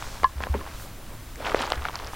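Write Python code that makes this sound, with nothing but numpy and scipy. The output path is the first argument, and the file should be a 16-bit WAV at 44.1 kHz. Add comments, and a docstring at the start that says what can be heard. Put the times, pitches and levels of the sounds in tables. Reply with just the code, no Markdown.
"""Clothing rustles and a clod knocks: the first of two slow steps on dry tilled soil in an open field.
The microphones are on a hand-held camera, with the ground just below. Under the shoe clods knock,
soil crumbles, brittle bits snap and the heel scuffs. Right at the microphones a small hard part clinks
against the camera, whose mount thumps with each jolt. A low rumble and a steady hiss lie behind it all."""
import sys
import numpy as np
from scipy import signal
from scipy.fft import rfft, irfft, next_fast_len
from scipy.io import wavfile
from scipy.ndimage import uniform_filter1d, minimum_filter1d

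SR = 44100
rng = np.random.default_rng(int(sys.argv[2]) if len(sys.argv) > 2 else 0)


def unload_wav(signal):
    """Save mono or channel-first audio to the path in sys.argv[1] as 16-bit WAV at rate SR, clipped to [-1, 1]."""
    wavfile.write(
        sys.argv[1],
        SR,
        np.round(np.clip(np.atleast_2d(signal).T, -1, 1) * 32767).astype(np.int16),
    )


N = 94815
TIME = np.arange(N) / SR


def from_db(db):
    """Decibels to gain."""
    return 10 ** (np.asarray(db) / 20)


def unit_rms(x):
    """Scale to unit rms."""
    return x / np.sqrt(np.mean(x ** 2) + 1e-20)


def colour(x, spectrum):
    """Causal (minimum-phase) filter with the given spectrum; the result has unit rms."""
    size = 2 * next_fast_len(N)
    hz, db = np.transpose(spectrum)
    bin_hz = np.arange(size // 2 + 1) * SR / size
    log_gain = np.log(from_db(np.interp(np.log(bin_hz + 1), np.log(hz), db)))
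    cepstrum = irfft(log_gain)[:size // 2]
    response = np.exp(2 * rfft(cepstrum, size))
    return unit_rms(irfft(rfft(x, size) * response)[:N])


def band_pass(x, hz, octaves):
    """Keep a band of the given width around a centre."""
    edges = np.clip([hz * 2 ** (-octaves / 2), hz * 2 ** (octaves / 2)], 10, SR / 2 - 10)
    return signal.sosfilt(signal.butter(2, edges, "band", fs=SR, output="sos"), x + 1e-18)


def band_noise(hz, octaves):
    """Noise in one band, at about unit rms."""
    width_hz = hz * (2 ** (octaves / 2) - 2 ** (-octaves / 2))
    return band_pass(rng.standard_normal(N), hz, octaves) / np.sqrt(2 * width_hz / SR)


def ring(start, hz, t60):
    """A damped sine struck at the given time."""
    age = np.maximum(TIME - start, 0)
    return np.sin(2 * np.pi * hz * age) * np.exp(-np.minimum(np.log(1000) * age / t60, 60))


def burst(start, decay_s):
    """Envelope with a sudden start and an exponential tail."""
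    age = TIME - start
    return (age >= 0) * np.exp(-np.minimum(np.abs(age) / decay_s, 60))


def friction(rows, octaves):
    """Soft rises and falls of sliding noise, each in its own band."""
    return sum(from_db(db) * np.exp(-((TIME - middle) / half_s) ** 2 / 2) * band_noise(hz, octaves)
               for middle, half_s, db, hz in rows)


def fracture(start, decay_s, hz, octaves):
    """One sharp break and a short spray of tiny ones, ringing in one steep-sided band."""
    spray_samples = decay_s * SR / 2
    first_break = np.arange(N) == int(start * SR)
    spray = burst(start, decay_s) * rng.standard_normal(N) / np.sqrt(spray_samples)
    breaks = band_pass(first_break + 0.67 * spray, hz, octaves)
    return unit_rms(band_pass(breaks, hz, octaves)) * np.sqrt(spray_samples / N)


# Air over the open field: (frequency [Hz], relative density [dB])
AIR_SPECTRUM = [(12, 3.5), (22, -1.5), (35, 2.5), (50, -0.5), (75, -2), (110, -7), (160, -14), (290, -15),
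                (450, -23.5), (700, -24), (1300, -24), (2500, -28), (6000, -32.5), (15500, -34)]


def field_air():
    """A low rumble and a faint drone, the same at both microphones."""
    drone_hz, drone_width_hz = 108.8, 11.6
    rumble = from_db(-39) * colour(rng.standard_normal(N), AIR_SPECTRUM)
    drone = from_db(-53.5) * band_noise(drone_hz, np.log2(1 + drone_width_hz / drone_hz))
    return rumble + drone


# Self-noise of the microphones: (frequency [Hz], relative density [dB])
HISS_SPECTRUM = [(50, -76), (150, 1), (2000, -25.5), (4000, -14), (7000, -5.5), (12000, -5.5),
                 (15500, -5.5)]


def microphone_hiss():
    """The microphones' own steady hiss, opposite in sign left and right."""
    hiss = from_db(-57) * colour(rng.standard_normal(N), HISS_SPECTRUM)
    return hiss * np.array([[1], [-1]])


# Clothing near the microphones: (middle [s], half length [s], level [dB], centre [Hz])
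CLOTH_BRUSHES = [(0.04, 0.17, -47, 4640), (.77, 0.083, -52, 3930), (.82, 0.039, -49, 9400),
                 (2.15, 0.033, -49.5, 6900)]


def clothing_rustle():
    """Cloth slides with a soft hiss."""
    return friction(CLOTH_BRUSHES, octaves=1.4)


# Jolts that reach the microphones through the camera mount: (time [s], level [dB])
MOUNT_JOLTS = [(0.223, -28), (.357, -20.5), (0.498, -14), (1.771, -23.5), (2.043, -34)]


def mount_thumps():
    """Soft pushes set the mount swinging at one low pitch."""
    attack_s = .005
    return -sum(from_db(db) * ring(start, hz=68, t60=.27) * (1 - burst(start, attack_s))
                for start, db in MOUNT_JOLTS)


# A loose part taps the camera, right at the microphones: (time [s], level [dB], tilt [dB/octave])
PART_TOUCHES = [(0.2348, -25.5, 18), (0.2436, -2.5, 7.5), (0.291, -35, -11), (0.4057, -31, 13),
                (0.42, -36, 0), (0.436, -30.5, 20), (0.4712, -31.5, -8), (0.61, -31, 15)]
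# Modes of that part: (frequency [Hz], relative level [dB], t60 [s])
PART_MODES = [(1044, 0, .056), (1142, -11, .06), (1690, -21, .068), (2095, -39, .05), (2912, -39, .04)]


def loose_part_clinks():
    """Each touch rings the same modes; the two lowest beat against each other."""
    lowest_hz, attack_s = PART_MODES[0][0], .0004
    out = 0
    for start, db, tilt in PART_TOUCHES:
        modes = 0
        for k, (hz, mode_db, t60) in enumerate(PART_MODES):
            gain = from_db(db + mode_db + tilt * np.log2(hz / lowest_hz))
            modes += (-1) ** k * gain * ring(start, hz, t60)
        out += modes * (1 - burst(start, attack_s))
    return out


# The heel on the ground below the camera: (middle [s], half length [s], level [dB], centre [Hz])
HEEL_PRESSES = [(.455, 0.027, -41, 202), (.585, 0.03, -42, 282), (.86, 0.019, -46.5, 450),
                (.99, 0.017, -46.5, 408), (1.13, 0.022, -48, 540), (1.395, 0.02, -43.5, 337),
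                (1.55, 0.063, -37, 393)]


def heel_scuffs():
    """The heel presses the soil with a dull scuff."""
    return friction(HEEL_PRESSES, octaves=1.34)


def soil_grains(per_s, spread_db, pitch_count):
    """Crumbs of uneven size burst at random, each ringing briefly at one of a set of pitches."""
    sizes = from_db(spread_db * np.minimum(rng.exponential(1, N), 4)) * rng.choice([-1, 1], N)
    clicks = sizes * (rng.random(N) < per_s / SR)
    pitch_index = rng.integers(0, pitch_count, N)
    out = 0
    for k, hz in enumerate(np.geomspace(300, 9000, pitch_count)):
        resonance = signal.iirpeak(hz, Q=2.6, fs=SR)
        crumbs = signal.lfilter(*resonance, clicks * (pitch_index == k) + 1e-18)
        out += unit_rms(crumbs) * hz ** 0.087  # high pitches are slightly stronger
    return unit_rms(out)


# Soil crumbling under the sole: (time [s], level [dB])
CRUNCH_LEVELS = [(0, -43), (.04, -43), (.2, -45), (.26, -53), (.38, -48.5), (.43, -37.5), (.5, -47.5),
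                 (.555, -41.5), (.6, -44), (.8, -48.5), (.95, -54), (1.36, -56), (1.41, -40), (1.445, -37),
                 (1.465, -28), (1.53, -35), (1.62, -27), (1.67, -35.5), (1.72, -33.5), (1.80, -41.5),
                 (1.87, -37), (1.92, -43.5), (1.945, -36.5), (1.97, -41), (2.06, -40.5), (2.11, -45.5),
                 (2.15, -40.5)]
# Its tone from camera height: (frequency [Hz], relative gain [dB])
CRUNCH_SPECTRUM = [(100, -17), (250, -12.5), (500, -2), (1000, 0.5), (1500, -0.5), (2200, -5), (3500, -7.5),
                   (5500, -12), (8000, -19.5), (15000, -29)]


def soil_crunch():
    """Dense grains, with fine dust between them, follow the load on the sole."""
    grains = soil_grains(per_s=3000, spread_db=3.6, pitch_count=18)
    dust = .35 * rng.standard_normal(N)
    load = from_db(np.interp(TIME, *np.transpose(CRUNCH_LEVELS)))
    return load * colour(grains + dust, CRUNCH_SPECTRUM)


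# Brittle bits underfoot: (time [s], level [dB], centre [Hz])
BRITTLE_BREAKS = [(0.232, -31.5, 7400), (.2424, -20, 3800), (0.4242, -24, 1990), (.4225, -33, 6000),
                  (0.4376, -17.5, 2450), (1.3573, -33, 5760), (1.3578, -30.5, 1940), (1.4492, -19, 3060),
                  (1.547, -34, 4800), (1.592, -20.5, 3200), (1.6187, -25, 7700), (1.6221, -16, 3300),
                  (1.622, -26, 4360), (1.6677, -29.5, 5600), (1.7024, -20.5, 3130), (1.7031, -26, 6840),
                  (1.7206, -12, 3600), (1.757, -29.5, 3700), (1.8215, -35, 3830), (1.886, -21, 2760),
                  (1.956, -17, 5200), (1.99, -26.5, 3800), (2.046, -28.5, 4170), (2.0655, -32, 4500),
                  (2.072, -26, 4740)]


def brittle_snaps():
    """Dry crumbs and stalks break with a bright tick."""
    return sum(from_db(db) * fracture(start, decay_s=0.00038, hz=hz, octaves=0.85)
               for start, db, hz in BRITTLE_BREAKS)


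# Clods under the shoe, close by: (time [s], knock level [dB], pitch [Hz], t60 [s], crack level [dB])
CLOD_HITS = [(0.024, -16.5, 1245, 0.0065, -24.5), (.2337, -3.5, 504, 0.003, -22.5),
             (.405, -12.5, 574, 0.0043, -29.5), (.4369, -8.5, 1490, 0.0044, -27),
             (.4695, -8.5, 600, 0.0035, -44), (.541, -20.5, 910, 0.039, -29.5),
             (0.5446, -27.5, 207, 0.11, -61), (.5465, -18, 558, 0.032, -32),
             (0.5502, -17.5, 405, 0.043, -39), (0.554, -30, 1040, 0.036, -42),
             (0.6064, -29, 463, 0.013, -45), (0.664, -32, 900, .015, -37), (0.675, -26, 840, 0.012, -39),
             (1.4037, -22, 590, 0.026, -51), (1.4553, -19, 1000, 0.0045, -29),
             (1.4687, -13, 1080, 0.003, -30), (1.519, -12.5, 1180, .007, -39), (1.546, 2, 500, 0.0083, -17),
             (1.604, -26, 247, 0.079, -46), (1.608, -14, 890, 0.015, -45), (1.629, -19, 1270, 0.022, -38),
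             (1.648, -30, 756, 0.019, -38), (1.676, -18.5, 915, .016, -32), (1.7044, -28, 1300, 0.014, -40),
             (1.7209, 0.5, 770, 0.0033, -28), (1.733, -24.5, 1240, 0.021, -23.5),
             (1.8213, -14, 1340, 0.0016, -27.5), (1.8528, -8, 1330, 0.0079, -21),
             (1.8596, -19, 765, 0.01, -44), (1.8854, -13.5, 1230, 0.0074, -44),
             (1.896, -21, 960, 0.0094, -40), (1.9554, -25.5, 1070, 0.013, -29.5),
             (1.999, -28.5, 970, 0.017, -33), (2.1339, -18.5, 920, 0.0086, -46)]


def clod_knocks():
    """A clod knocks with a few dull cycles and breaks with a short crack."""
    low_hz, high_hz = 790, 2620  # band of the crack
    crack_hz, crack_octaves = np.sqrt(low_hz * high_hz), np.log2(high_hz / low_hz)
    out = 0
    for start, db, hz, t60, crack_db in CLOD_HITS:
        # a clod radiates little below its own pitch
        bass_cut = signal.butter(2, .75 * hz, "high", fs=SR, output="sos")
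        knock = signal.sosfilt(bass_cut, ring(start, hz, t60))
        crack = fracture(start, decay_s=0.0024, hz=crack_hz, octaves=crack_octaves)
        out += from_db(crack_db) * crack - from_db(db) * knock
    return out


def scene():
    """Camera, steps and clothing sit close and central, over the field's air and the hiss."""
    camera = loose_part_clinks() + mount_thumps()
    walker = clod_knocks() + brittle_snaps() + soil_crunch() + clothing_rustle() + heel_scuffs()
    return camera + walker + field_air() + microphone_hiss()


def limiter(x, ceiling_db, recovery_db_per_s, window_s):
    """The gain drops on the loudest peaks and recovers slowly."""
    peak_db = 20 * np.log10(np.abs(x).max(axis=0) + 1e-9)
    over_db = np.maximum(peak_db - ceiling_db, 0)
    recovery_db = recovery_db_per_s * TIME
    held_db = np.maximum.accumulate(over_db + recovery_db) - recovery_db
    size = int(window_s * SR)
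    gain_db = uniform_filter1d(minimum_filter1d(-held_db, size), size)  # eases down ahead of a peak
    return x * from_db(gain_db)


def record(dry):
    """The camera limits the peaks and cuts the top treble steeply."""
    limited = limiter(dry, ceiling_db=-5, recovery_db_per_s=9, window_s=.001)
    cutoff_hz = 15900
    return signal.sosfilt(signal.ellip(12, .1, 80, cutoff_hz, fs=SR, output="sos"), limited)


dry = scene()
out = record(dry)
unload_wav(out)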